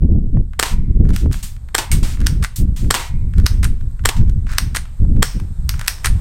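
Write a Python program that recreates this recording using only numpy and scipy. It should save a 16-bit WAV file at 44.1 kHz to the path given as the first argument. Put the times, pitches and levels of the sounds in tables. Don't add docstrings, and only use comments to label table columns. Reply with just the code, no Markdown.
import sys
import numpy as np
from scipy import signal
from scipy.fft import rfft, irfft, next_fast_len
from scipy.io import wavfile
from scipy.ndimage import uniform_filter1d

SR = 44100
rng = np.random.default_rng(int(sys.argv[2]) if len(sys.argv) > 2 else 0)


def wav_record(signal):
    frames = np.transpose(np.atleast_2d(signal))
    bounded = np.clip(frames, -1, 1)
    quanta = np.round(bounded * 32767).astype(np.int16)
    wavfile.write(sys.argv[1], SR, quanta)


N = 273507
TIME = np.arange(N) / SR
AGE = TIME[:SR]

# start in seconds, level in dB.
PISTON_SLAMS = [(0.596, -5), (1.7495, -5.5), (2.9081, -3.5), (4.056, -3.5), (5.227, -2)]
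# frequency in Hz, gain in dB.
SHOT_SPECTRUM = [(120, -35.5), (200, -4.5), (590, -8), (1060, 1), (2090, -4), (2650, -15), (3020, -5.5),
                 (4040, -8.5), (4430, -4.5), (5840, -12), (6280, -18.5), (7540, -3.5), (10300, -18.5),
                 (13300, -16), (16000, -25.5)]
def shots(flight_s=.0035, snap_db=-11, slam_db=-1):
    out = np.zeros(N)
    snap, slam = burst(.0004, .041), burst(.0025, .009)
    for s, db in PISTON_SLAMS:
        add(out, s - flight_s, undb(db + snap_db) * (snap + .15 * burst(.00052, .0085)))
        add(out, s, undb(db + slam_db) * (slam + .28 * burst(.0018, .015)))
    return colour(out, SHOT_SPECTRUM)


# start in seconds, level in dB, wall level in dB.
PELLET_HITS = [(0.6275, -7, -2.5), (.634, -10, -3), (1.7816, -10, 4.5), (1.7872, -12, -6), (2.9419, -9, 5),
               (2.9487, -9, 1), (4.0893, -7.5, -20), (4.093, -11, -7)]
# frequency in Hz, gain in dB.
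HIT_SPECTRUM = [(120, -17), (350, 3), (620, -2.5), (930, 3), (1300, 1), (2400, -0.5), (2950, 0), (3800, -2),
                (6500, -6), (8700, -3), (10300, -14.5), (12500, -11.5), (16000, -20.5)]
# frequency in Hz, level in dB.
SHED_MODES = [(947.5, -66), (1922, -66), (2105, -73.5), (2164, -64.5), (2326, -71), (2374, -81),
              (2439, -69.5)]
def pellets(box_db=-12, rattle_db=-22, ring_db=16, ring_t60=.9):
    impacts, wall = np.zeros(N), np.zeros(N)
    for s, db, wall_db in PELLET_HITS:
        add(impacts, s, undb(db) * (burst(.00069, .0046) + undb(box_db) * burst(.002, .051)))
        add(impacts, s, undb(wall_db + rattle_db) * fade(.21) * rng.standard_normal(SR))
        for hz, mode_db in SHED_MODES:
            pitch = hz * (1 + .006 * rng.standard_normal())
            mode = fade(ring_t60) * np.sin(2 * np.pi * pitch * AGE)
            add(wall, s, undb(wall_db + ring_db + mode_db) * mode)
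    return colour(impacts, HIT_SPECTRUM) + wall


# start in seconds, level in dB, relative catch level in dB,
# frame resonance in Hz, tilt in dB per octave.
SLIDE_STOPS = [(1.1624, -17, -32, 1470, 1.5), (2.268, -8.5, -14.5, 5840, 0.5), (3.464, -6, -14, 4750, 0),
               (4.583, -4.5, -27, 1380, 0.5), (5.692, -12.5, -42, 4530, 3), (5.8801, -4.5, -14, 2550, 3)]
# frequency in Hz, gain in dB.
STOP_SPECTRUM = [(200, -27), (750, -12), (1400, -1.5), (2400, -3), (3200, -6.5), (5200, -4.5), (7000, -12),
                 (8700, -9), (10500, -16), (13000, -13), (16000, -22)]
def slide_stops(lead_s=.0046, frame_q=4, frame_db=1):
    out = np.zeros(N)
    for s, db, catch_db, hz, tilt in SLIDE_STOPS:
        impact = burst(.0013, .011)
        blow = impact + undb(frame_db) * resonate(impact, hz, frame_q)
        add(out, s - lead_s, undb(db + catch_db) * colour(burst(.00068, .02), STOP_SPECTRUM, tilt))
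        add(out, s, undb(db - 2) * colour(blow, STOP_SPECTRUM, tilt))
    return out


# start in seconds, level in dB, latch delay in seconds,
# relative latch level in dB.
SLIDE_RETURNS = [(2.4269, -17, 0.019, 5), (3.6309, -14, .02, -4), (4.749, -12.5, .019, 3),
                 (6.046, -8, 0.023, -5)]
# frequency in Hz, gain in dB.
KNOCK_SPECTRUM = [(200, -14), (800, -14), (1250, 1.5), (1600, 1), (2100, -1), (3000, -12), (5000, -11),
                  (8500, -14.5), (11000, -29.5), (16000, -25.5)]
SCRAPE_SPECTRUM = [(300, -10), (1500, 4), (3000, -0.5), (5500, -2), (7200, -4), (9000, 5.5), (10500, -7),
                   (13000, -5.5), (16000, -22.5)]
def slide_returns(scrape_lag_s=.012, scrape_db=-3):
    knocks, scrapes = np.zeros(N), np.zeros(N)
    for s, db, latch_lag, latch_db in SLIDE_RETURNS:
        add(knocks, s, undb(db - 5) * burst(.00048, .032))
        add(knocks, s + latch_lag, undb(db + latch_db - 2.5) * burst(.0014, .013))
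        add(scrapes, s - .0025, undb(db - 17.5) * burst(.024, .08))
        add(scrapes, s + scrape_lag_s, undb(db + scrape_db) * burst(.0011, .018))
    return colour(knocks, KNOCK_SPECTRUM) + colour(scrapes, SCRAPE_SPECTRUM)


# start and length in seconds, rubbing level in dB, catch level in dB.
SLIDE_DRAWS = [(1.052, .108, -50, -26.5), (2.171, 0.09, -46.5, -27), (3.336, 0.13, -49.5, -25),
               (4.467, 0.14, -37, -25), (5.74, 0.15, -43, -19)]
def slide_draws(roughness_db=5):
    out = np.zeros(N)
    for s, length, db, _ in SLIDE_DRAWS:
        slips = undb(roughness_db * np.repeat(rng.standard_normal(SR), 60))[:SR]
        stroke = np.sin(np.pi * np.minimum(AGE / length, 1)) ** .5
        add(out, s, undb(db) * stroke * unit(slips * rng.standard_normal(SR)))
    return colour(out, KNOCK_SPECTRUM)


# fraction of the stroke, relative level in dB, treble in dB.
SLIDE_CATCHES = [(0, -5, -22), (0.356, -1, -9.5), (0.481, 1, -14), (.82, -7.5, -11)]
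# start in seconds, level in dB, treble in dB.
HAND_CLICKS = [(1.313, -28, -16), (1.329, -20, 0), (1.341, -20.5, -23), (1.564, -37, -14),
               (4.2957, -29, -8.5), (5.3991, -30.5, -13.5)]
def clicks(click_db=-7, trigger_lead_s=.063, trigger_db=-32.5, trigger_treble_db=-23):
    out = np.zeros(N)
    triggers = [(s - trigger_lead_s, trigger_db, trigger_treble_db) for s, _ in PISTON_SLAMS]
    catches = [(s + share * length, draw_db + db, treble_db)
               for s, length, _, draw_db in SLIDE_DRAWS for share, db, treble_db in SLIDE_CATCHES]
    for s, db, treble_db in triggers + catches + HAND_CLICKS:
        add(out, s, undb(db + click_db) * tick(treble_db))
    return out


def handling(from_s=3.8, to_s=6.1, count=12, tick_db=-46, spread_db=3):
    out = np.zeros(N)
    for when, size in rng.uniform(size=(count, 2)):
        s = from_s + when * (to_s - from_s)
        add(out, s, undb(tick_db + spread_db * (2 * size + .5)) * tick(treble_db=-17))
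    return out


def tick(treble_db):
    top = treble_db - 1
    spectrum = [(600, -12), (1500, -2), (2200, -8), (5000, top), (9000, top - 2), (16000, top - 12)]
    return colour(burst(.0024, .011), spectrum)


# frequency in Hz, gain in dB.
COIL_SPECTRUM = [(900, -14), (1700, 1.5), (2600, -8), (4000, -5.5), (5400, 3), (6400, -0.5), (7300, -10.5),
                 (8600, 3), (10000, -16.5), (13000, -9), (16000, -11.5)]
def mainspring(blows, buzz_db=-19, empty_db=3.5, sing_hz=5350, sing_q=9, sing_db=-3):
    empty = TIME > PISTON_SLAMS[-1][0]
    sing = unit(resonate(rng.standard_normal(N), sing_hz, sing_q))
    coils = noise(COIL_SPECTRUM) + undb(sing_db) * empty * sing
    return undb(buzz_db + empty_db * empty) * scatter(blows, coils, t60=.35)


def cavity(blows, hz, q, db, t60):
    resonance = unit(resonate(rng.standard_normal(N), hz, q))
    return undb(db) * scatter(blows, resonance, t60)


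# start in seconds, level in dB, t60 and length in seconds, tilt in dB per octave.
HISS_EVENTS = [(0.653, -25, 0.41, 0.077, -1), (1.131, -36.5, 1.4, 0.081, 0.5),
               (1.319, -34.5, 0.52, 0.091, 1.5), (1.426, -28.5, 0.28, 0.13, 4),
               (2.028, -27.5, 0.57, 0.12, 0.5), (2.558, -26, .23, 0.06, 7), (2.761, -35, 0.42, 0.13, 2),
               (2.991, -28, 0.48, 0.089, -1.5), (4.162, -35, 0.36, 0.014, -1.5)]
# frequency in Hz, gain in dB.
HISS_SPECTRUM = [(300, -8.5), (900, 3), (1500, 3), (3000, 3.5), (6000, 0.5), (8700, 1.5), (10500, -7.5),
                 (13000, -6), (16000, -14.5)]
def hisses(rise_s=.0037, close_t60=.2):
    out = np.zeros(N)
    for s, db, t60, length, tilt in HISS_EVENTS:
        envelope = gate(rise_s, length, close_t60) * fade(t60)
        add(out, s, undb(db) * envelope * colour(rng.standard_normal(SR), HISS_SPECTRUM, tilt))
    return out


# frequency in Hz, level in dB.
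METAL_MODES = [(2239, -29), (2420, -42), (5168, -54), (5776, -44.5), (8250, -26), (8613, -25.5),
               (9620, -34), (11456, -30), (12263, -49), (13587, -49)]
def ting(s=1.916, strike_db=-9, ring_db=1, rattle_db=-21):
    out = np.zeros(N)
    add(out, s, undb(strike_db) * colour(burst(.000067, .0012), HISS_SPECTRUM))
    add(out, s, undb(rattle_db) * fade(.23) * colour(rng.standard_normal(SR), HISS_SPECTRUM, tilt=2))
    for hz, db in METAL_MODES:
        pair_hz = hz * (1 + .012 * rng.standard_normal((2, 1)))
        beating = np.sin(2 * np.pi * pair_hz * AGE).sum(axis=0)
        add(out, s, undb(ring_db + db) * fade(.17) * beating)
    return out


# delay in seconds, gain in dB.
REFLECTIONS = [(.0068, -19.5), (0.0187, -24)]
# frequency in Hz, gain in dB.
BRIGHT_SPECTRUM = [(200, -4.5), (900, -5), (2000, -2), (5500, 0.5), (9000, 3.5), (16000, -1)]
LINGER_SPECTRUM = [(200, -7), (900, 9), (2400, 8), (4000, 3), (8700, -12), (10500, -18.5), (16000, -34)]
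def yard(gun, far, bright_db=-13, linger_db=-20, far_db=-3):
    early = sum(undb(db) * np.interp(TIME - lag, TIME, gun, left=0) for lag, db in REFLECTIONS)
    response = colour(rng.standard_normal(SR), BRIGHT_SPECTRUM) * fade(.2) * np.minimum(AGE / .0087, 1)
    bright = signal.fftconvolve(gun, unit(response) / np.sqrt(SR))[:N]
    linger = scatter(gun + undb(far_db) * far, noise(LINGER_SPECTRUM), t60=.47)
    return early + undb(bright_db) * bright + undb(linger_db) * linger


# start and length in seconds, strength in dB, flutter offset in dB, t60 in seconds.
WIND_GUSTS = [(0.0, .17, -8.5, 3, .7), (0.316, 0.058, -7.5, 1, .3), (0.693, 0.27, -13.5, -1.5, .5),
              (0.944, .2, -7, 0.5, 0.15), (1.193, 0.072, -9, 2, 0.44), (1.888, .13, -10.5, -1, 0.65),
              (2.16, 0.27, -14.5, 0.5, 0.11), (2.577, 0.047, -7.5, -1, 0.59), (2.783, .11, -17, 6.5, 0.15),
              (3.084, .2, -16.5, -4, 0.54), (3.346, .11, -6.5, -4, 0.08), (3.488, 0.25, -11, -8, .3),
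              (3.81, .05, -16, -5, .3), (3.986, 0.047, -13.5, -7, 0.31), (4.151, .11, -6, -8, 1),
              (4.57, 0.099, -26, 9.5, 0.75), (4.987, 0.23, -8, -1, 0.17), (5.331, 0.034, -17.5, 7.5, 0.62),
              (5.565, 0.22, -21.5, -7.5, 0.2), (6.04, 0.13, -12.5, -10, 0.18)]
# frequency in Hz, gain in dB.
RUMBLE_SPECTRUM = [(8.8, -34), (15, 7.5), (38, 0), (76, -2), (132, -9.5), (260, -30.5), (340, -59),
                   (570, -120)]
FLUTTER_SPECTRUM = [(90, -14.5), (170, 10), (250, 2.5), (400, -10), (600, -23.5), (1000, -41.5),
                    (2000, -70.5), (5000, -81.5)]
def wind(breeze_db=-28.5, breeze_flutter_db=-62, flutter_db=-8, buffet_db=3, rise_s=.04, deep_hz=70):
    rumble_gain, flutter_gain = np.full(N, undb(breeze_db)), np.full(N, undb(breeze_flutter_db))
    for s, length, db, rough_db, t60 in WIND_GUSTS:
        strength = undb(db) * gate(rise_s, length, t60)
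        add(rumble_gain, s, strength)
        add(flutter_gain, s, undb(flutter_db + rough_db) * strength ** 1.472)
    eddies = noise(RUMBLE_SPECTRUM)
    deep = signal.sosfiltfilt(signal.butter(2, deep_hz, fs=SR, output="sos"), eddies)
    turbulence = flutter_gain / (flutter_gain + undb(-47) * rumble_gain ** .5)
    rumble = steady(deep + turbulence * (eddies - deep), .08)
    swing = uniform_filter1d(rumble ** 2, size=500) ** .4
    flutter = steady(noise(FLUTTER_SPECTRUM) * swing, .1)
    puffs = undb(buffet_db * np.tanh(noise([(6, 0), (13, 0)])))
    pressure = puffs * (rumble_gain * rumble + flutter_gain * flutter)
    return np.arcsinh(pressure)


# start in seconds, level in dB.
WIND_SLAPS = [(0.3699, -23), (1.104, -22), (1.2585, -21), (5.048, -27.5)]
# frequency in Hz, gain in dB.
SLAP_SPECTRUM = [(100, 6), (300, 1.5), (700, -10.5), (1600, -21), (3000, -36.5), (6000, -52.5)]
def slaps():
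    out = np.zeros(N)
    for s, db in WIND_SLAPS:
        add(out, s, undb(db) * burst(.003, .011))
    return colour(out, SLAP_SPECTRUM)


# time in seconds, level in dB.
AIR_LEVELS = [(0, -66), (.9, -64.5), (1.7, -59), (4.1, -58), (5.6, -55), (6.2, -47)]
# frequency in Hz, gain in dB.
AIR_SPECTRUM = [(200, 4), (900, 1), (1500, -1.5), (3000, -14.5), (3700, -7.5), (5800, -13.5), (6800, -11),
                (7400, -6), (8600, -2), (9800, -20), (12200, -12), (16000, -35.5)]
INSECT_SPECTRUM = [(9500, -19.5), (12000, 1.5), (14500, -3), (16000, -16)]
def background(insect_db=-17, spread_db=6):
    ticking = undb(spread_db * np.repeat(rng.standard_normal(N // 300 + 1), 300))[:N]
    air = noise(AIR_SPECTRUM) + undb(insect_db) * unit(ticking * noise(INSECT_SPECTRUM))
    return air * undb(np.interp(TIME, *np.transpose(AIR_LEVELS)))


def undb(db):
    return 10 ** (np.asarray(db) / 20)


def unit(x):
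    return x / np.sqrt(np.mean(x ** 2))


def fade(t60):
    return 1000. ** (-AGE / t60)


def gate(rise, length, t60):
    return np.minimum(AGE / rise, 1) * 1000. ** (-np.maximum(AGE - length, 0) / t60)


def add(track, s, sound):
    start = max(int(s * SR), 0)
    track[start:start + len(sound)] += sound[:N - start]


def resonate(x, hz, q):
    return signal.lfilter(*signal.iirpeak(hz, q, fs=SR), x)


def colour(x, points, tilt=0):
    size = 2 * next_fast_len(len(x) // 2 + 2048)
    octave = np.log2(np.maximum(np.arange(size // 2 + 1) * SR / size, 1))
    hz, db = np.transpose(points)
    corners = np.log2(hz)
    outside = np.abs(octave - np.clip(octave, corners[0], corners[-1]))
    gain = unit(undb(np.interp(octave, corners, db) + tilt * octave - 24 * outside))
    cepstrum = irfft(np.log(gain))
    cepstrum[1:size // 2] *= 2
    cepstrum[size // 2 + 1:] = 0
    return irfft(rfft(x, size) * np.exp(rfft(cepstrum)))[:len(x)]


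def noise(points):
    return unit(colour(rng.standard_normal(N), points))


def steady(x, span):
    return x / np.sqrt(uniform_filter1d(x ** 2, max(int(span * SR), 2)) + 1e-12)


def burst(hold, t60):
    envelope = 1000. ** (-np.maximum(AGE[:SR // 8] - hold, 0) / t60)
    spectrum = rfft(envelope * rng.standard_normal(len(envelope)))
    even = irfft(spectrum / np.sqrt(np.abs(spectrum)), len(envelope))
    return steady(even, .0007) * envelope


def scatter(x, carrier, t60, build_s=.0093):
    decay = (fade(t60) * np.minimum(AGE / build_s, 1)) ** 2
    energy = signal.fftconvolve(x ** 2, decay / decay.sum())[:N]
    return np.sqrt(np.maximum(energy, 0)) * carrier


def scene():
    blows = shots() + slide_stops()
    gun = blows + slide_draws() + slide_returns() + clicks() + handling()
    grip = cavity(gun, hz=1580, q=3.3, db=-18, t60=.066)
    target = pellets()
    box = cavity(target, hz=950, q=7.2, db=-12.5, t60=.33)
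    others = target + box + hisses() + ting()
    mix = gun + grip + mainspring(blows) + others + yard(gun, others) + wind() + slaps() + background()
    return mix[None]


def record(dry, follow_s=.049, knee_db=-7, squeeze=.47, makeup_db=.85, top_hz=16000):
    pole = np.exp(-1 / (follow_s * SR))
    power = signal.lfilter([1 - pole], [1, -pole], dry ** 2)
    gain = undb(makeup_db) * (1 + power / undb(knee_db) ** 2) ** -squeeze
    clipped = np.clip(gain * dry, -1, 1)
    return signal.sosfilt(signal.ellip(8, .2, 70, top_hz, fs=SR, output="sos"), clipped)


dry = scene()
out = record(dry)
wav_record(out)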